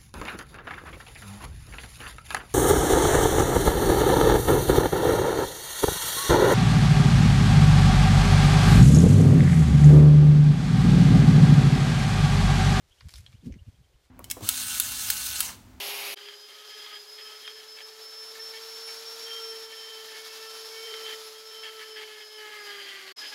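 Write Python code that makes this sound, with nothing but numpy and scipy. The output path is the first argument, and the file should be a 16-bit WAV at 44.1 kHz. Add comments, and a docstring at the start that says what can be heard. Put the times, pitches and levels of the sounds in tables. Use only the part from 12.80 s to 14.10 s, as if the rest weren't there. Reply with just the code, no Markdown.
"""In dry thorn bush, elephants push through: twigs snap, and leaves rustle as the branches spring back.
Each snap is a crack and a splintering that rings the wood; rustle and tearing bark are dense ticks over
hiss. Soft low buffets of air hit the microphone, over a faint hiss of wind and a far bird's run of
rising chirps. Stems and ground scatter the snaps and the chirps."""
import sys
import numpy as np
from scipy import signal
from scipy.fft import rfft, irfft
from scipy.io import wavfile

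SR = 44100
rng = np.random.default_rng(int(sys.argv[2]) if len(sys.argv) > 2 else 0)


def log_audio(samples):
    """Write samples as a 16-bit WAV file to the path given in sys.argv[1]."""
    # one column per channel
    frames = np.atleast_2d(samples).T
    # limit to full scale, then quantise
    limited = np.clip(frames, -1, 1)
    pcm = np.round(limited * 32767).astype(np.int16)
    wavfile.write(sys.argv[1], SR, pcm)


N = 57330
T = np.arange(N) / SR
HZ = np.maximum(np.arange(N // 2 + 1) * SR / N, 1)


def from_db(db):
    """Decibels to gain."""
    return 10 ** (np.asarray(db) / 20)


def rms_one(x):
    """Scale to unit rms."""
    return x / np.sqrt(np.mean(x ** 2) + 1e-20)


def filtered(x, kind, hz, order=2):
    """Butterworth filter."""
    return signal.sosfilt(signal.butter(order, np.clip(hz, 10, .45 * SR), kind, fs=SR, output="sos"), x)


def coloured(x, spectrum):
    """EQ a steady sound with a curve of (frequency [Hz], level [dB]) points; rms 1."""
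    hz, db = np.transpose(spectrum)
    gain = from_db(np.interp(np.log(HZ), np.log(hz), db))
    return rms_one(irfft(rfft(x) * gain, N))


def even_noise(gain):
    """Noise shaped by a gain per frequency, with its swells evened out; rms 1."""
    analytic = signal.hilbert(irfft(rfft(rng.standard_normal(N)) * gain, N))
    levelled = analytic.real / (abs(analytic) + 1e-12)
    return rms_one(irfft(rfft(levelled) * np.sqrt(gain), N))


def add(out, s, sound):
    """Mix a sound in at s seconds."""
    i = int(max(s, 0) * SR)
    out[i:i + len(sound)] += sound[:max(N - i, 0)]


def crackle(envelope, spectrum, ticks_per_s, spread_db, hiss):
    """Dense ticks of uneven size over a friction hiss, riding a level envelope."""
    sizes = rng.choice([-1, 1], N) * from_db(spread_db * np.minimum(rng.exponential(1, N), 4))
    ticks = (rng.random(N) < ticks_per_s / SR) * sizes
    texture = coloured(rms_one(ticks) + hiss * rng.standard_normal(N), spectrum)
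    return texture * from_db(np.interp(T, *np.transpose(envelope)))


def wind():
    """Wind in the far bush: a steady bed of faint hiss and low rumble."""
    # colours of the hiss and the rumble: (frequency [Hz], level [dB])
    hiss_colour = [(150, -62), (250, -9), (434, -2.5), (635, -6), (1180, -10.5), (2090, -10), (2750, -13),
                   (3210, -10), (13900, -24.5), (15400, -24)]
    rumble_colour = [(20, -14), (40, -10.5), (65, 2.5), (100, -13), (160, -16.5), (260, -30.5),
                     (500, -29.5), (1500, -51)]
    hiss = from_db(-71.5) * coloured(rng.standard_normal(N), hiss_colour)
    rumble = from_db(-68.5) * coloured(rng.standard_normal(N), rumble_colour)
    return hiss + rumble


def bird():
    """A far bird's short rising whistles, blurred by distance."""
    # the run of chirps: (time [s], level [dB], length [s], starting pitch [Hz])
    chirps = [(0.107, -64.5, 0.028, 2825), (0.175, -68.5, 0.035, 2800), (0.544, -71.5, .028, 2775),
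              (0.607, -73, .018, 3310), (0.625, -77, 0.023, 2750), (0.712, -70, .02, 2670),
              (0.785, -65, 0.017, 2803), (0.856, -74, 0.021, 2530), (0.941, -78, 0.026, 2920),
              (1.032, -74.5, 0.02, 2830), (1.133, -75, 0.021, 2780)]
    rise_hz_per_s, blur_hz = 19000, 110
    out = np.zeros(N)
    for s, db, length_s, hz in chirps:
        waver = rms_one(filtered(rng.standard_normal(N), "low", 240))
        t = T[T < length_s]
        pitch = hz + rise_hz_per_s * t + blur_hz * waver[:len(t)]
        envelope = np.sqrt(2 * np.sin(np.pi * t / length_s))
        add(out, s, from_db(db) * envelope * np.sin(2 * np.pi * np.cumsum(pitch) / SR))
    return out


def buffets():
    """Each eddy swells and fades in a few slow pressure swings, with finer turbulence above them."""
    # eddies hitting the microphone: (peak time [s], level [dB], half length [s], pitch [Hz])
    eddies = [(0.033, -62.5, 0.023, 88.4), (0.116, -57.5, 0.005, 65), (0.233, -49, 0.0093, 78),
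              (0.264, -39.5, 0.013, 78.8), (0.334, -61, 0.011, 106), (.365, -47.5, 0.016, 65),
              (0.401, -44.5, 0.011, 65.5), (0.441, -53, 0.016, 85.5), (0.501, -57.5, 0.027, 92),
              (.548, -46, 0.0078, 106), (.598, -56, 0.016, 74), (0.643, -49, 0.0099, 188),
              (0.675, -35, 0.011, 182), (.678, -40.5, 0.014, 79.8), (0.701, -43, 0.0069, 247),
              (0.72, -36.5, 0.016, 60.4), (0.74, -55, 0.0092, 247), (.765, -47, 0.0064, 181.4),
              (.785, -55, 0.036, 83.5), (0.821, -44.5, 0.0093, 65.8), (0.885, -40.5, 0.0095, 99.4),
              (0.939, -58.5, 0.012, 125), (1.003, -49.5, 0.012, 87.6), (1.034, -68, 0.035, 112.4),
              (1.149, -54.5, .011, 59.6), (1.317, -74, 0.0077, 60.4)]
    width_octaves, turbulence_db, turbulence_top_ratio = 0.44, -8.5, 2.054
    out = np.zeros(N)
    for s, db, half_s, hz in eddies:
        swing = even_noise(np.exp(-.5 * (np.log2(HZ / hz) / width_octaves) ** 2))
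        turbulence = filtered(rng.standard_normal(N), "low", hz * turbulence_top_ratio, order=5)
        turbulence = rms_one(filtered(turbulence, "high", 29))
        swell = np.exp(-.5 * ((T - s) / half_s) ** 2)
        out += from_db(db) * swell * (swing + from_db(turbulence_db) * turbulence)
    return out


def bush_scatter(x):
    """Many weak reflections off stems and ground, dying quickly; wet signal only."""
    decay_s, wet_db, top_hz = 0.011, -6.5, 8950
    t = T[:SR // 5]
    echoes = filtered(rng.standard_normal(len(t)), "low", top_hz, order=1) * np.exp(-t / decay_s)
    return from_db(wet_db) * signal.fftconvolve(x, echoes / np.linalg.norm(echoes))[:N]


def leaf_rustle():
    """Dry leaves and thorns slide past each other."""
    # swells of branches dragging through leaves: (time [s], level [dB])
    drag_envelope = [(0, -79), (.07, -72.5), (.10, -70.5), (.20, -67.5), (.275, -66.5), (.365, -61),
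                     (.43, -67), (.49, -67.5), (.53, -66.5), (.59, -75), (.635, -72.5), (.662, -59),
                     (.695, -73), (.85, -78), (.89, -71.5), (1.0, -78.5), (1.2, -87.5), (1.255, -71),
                     (1.3, -85)]
    # colour of dry leaves: (frequency [Hz], level [dB])
    leaf_colour = [(500, -7), (1200, -5.5), (2200, -1.5), (3000, -2.5), (4500, -1.5), (7000, -5),
                   (11000, -10), (15500, -18.5)]
    return crackle(drag_envelope, leaf_colour, ticks_per_s=2500, spread_db=4, hiss=.9)


def bark_tear():
    """Bark and fibres tear in a short, bright rip as the branch gives way."""
    # surges of the rip: (time [s], level [dB])
    tear_envelope = [(.275, -95), (.290, -53.5), (.302, -67), (.312, -55.5), (.334, -66), (.344, -66),
                     (.353, -63), (.362, -53.5), (.385, -58.5), (.41, -64.5), (.44, -83)]
    # colour of tearing fibres: (frequency [Hz], level [dB])
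    tear_colour = [(800, -24), (2000, -6), (3000, 0.5), (4800, 6.5), (8000, 2.5), (11000, 0), (15000, -5)]
    return crackle(tear_envelope, tear_colour, ticks_per_s=4000, spread_db=4.5, hiss=0.41)


def twig_snaps():
    """A sharp crack, then fibres splinter for a few milliseconds and ring two modes of the twig."""
    # breaking twigs: (time [s], level [dB], low mode [Hz], its level [dB], high mode [Hz],
    # its level [dB], high cut [Hz], splinter decay [s])
    twigs = [(0.2080, -55, 1910, 0, 4350, 2, 6000, 0.0017),
             (0.2103, -56.5, 1030, 7.5, 1980, 10.5, 4600, 0.002),
             (0.2863, -42, 3970, -9, 6440, -36, 10100, 0.00035),
             (0.2927, -42, 2280, -10, 3950, -10, 10300, 0.00071),
             (0.3067, -49.5, 7500, -21, 10500, 1, 13000, 0.00064),
             (0.3387, -39.5, 4040, -10, 5000, -10.5, 11100, 0.001),
             (0.3410, -44.5, 4200, 2.5, 5400, -1.5, 8050, 0.00066),
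             (0.3577, -52, 3750, 0.5, 4970, -0.5, 10000, 0.0031),
             (0.383, -56.5, 2110, 3, 10200, 0.5, 11900, 0.0051),
             (0.4640, -49.5, 3320, 2.5, 3950, 0.5, 5640, 0.0017),
             (0.4664, -62, 3440, -2, 4100, 2, 6000, 0.00047),
             (0.528, -60.5, 2410, -1, 3180, -13, 4700, 0.0094),
             (0.7237, -60.5, 2090, 8, 6130, 5, 6200, 0.0035),
             (0.7406, -63, 2000, 12.5, 5700, 3.5, 5930, 0.0026)]
    crack_decay_s, crack_db, low_cut_hz = 0.00027, -17.5, 1020
    fibre_drive_db = -6   # how hard the splinters drive the modes, against the break itself
    out, t = np.zeros(N), T[:SR // 20]
    for s, db, low_hz, low_db, high_hz, high_db, top_hz, splinter_s in twigs:
        fibres = rng.choice([-1, 1], len(t)) * from_db(rng.normal(0, 1.5, len(t)))
        envelope = np.exp(-t / splinter_s) + from_db(crack_db) * np.exp(-t / crack_decay_s)
        force = rms_one(fibres) * envelope
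        snap = force * np.sqrt(SR / 2 / top_hz)   # make-up gain for the high cut
        drive = from_db(fibre_drive_db) * force
        drive[0] += np.linalg.norm(force)   # the break itself: one impulse
        for hz, ring_db in ((low_hz, low_db), (high_hz, high_db)):
            width_hz = 170 + .04 * hz   # higher modes are broader and die sooner
            ring = signal.lfilter(*signal.iirpeak(hz, hz / width_hz, fs=SR), drive)
            snap += from_db(ring_db) * ring * np.sqrt(SR / np.pi / width_hz)
        snap = filtered(snap, "high", low_cut_hz, order=1)
        snap = filtered(snap, "low", top_hz, order=3)   # foliage dulls the top
        add(out, s, from_db(db) * snap)
    return out


def scene():
    """Mono mix: snaps and bird scatter through the bush; leaves, bark and air stay dry."""
    distant = twig_snaps() + bird()
    return (distant + bush_scatter(distant) + leaf_rustle() + bark_tear() + buffets() + wind())[None]


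def record(dry):
    """A steep high cut on the whole mix."""
    cutoff_hz = 15300
    return signal.sosfilt(signal.ellip(10, .1, 70, cutoff_hz, fs=SR, output="sos"), dry)


dry = scene()
out = record(dry)
log_audio(out)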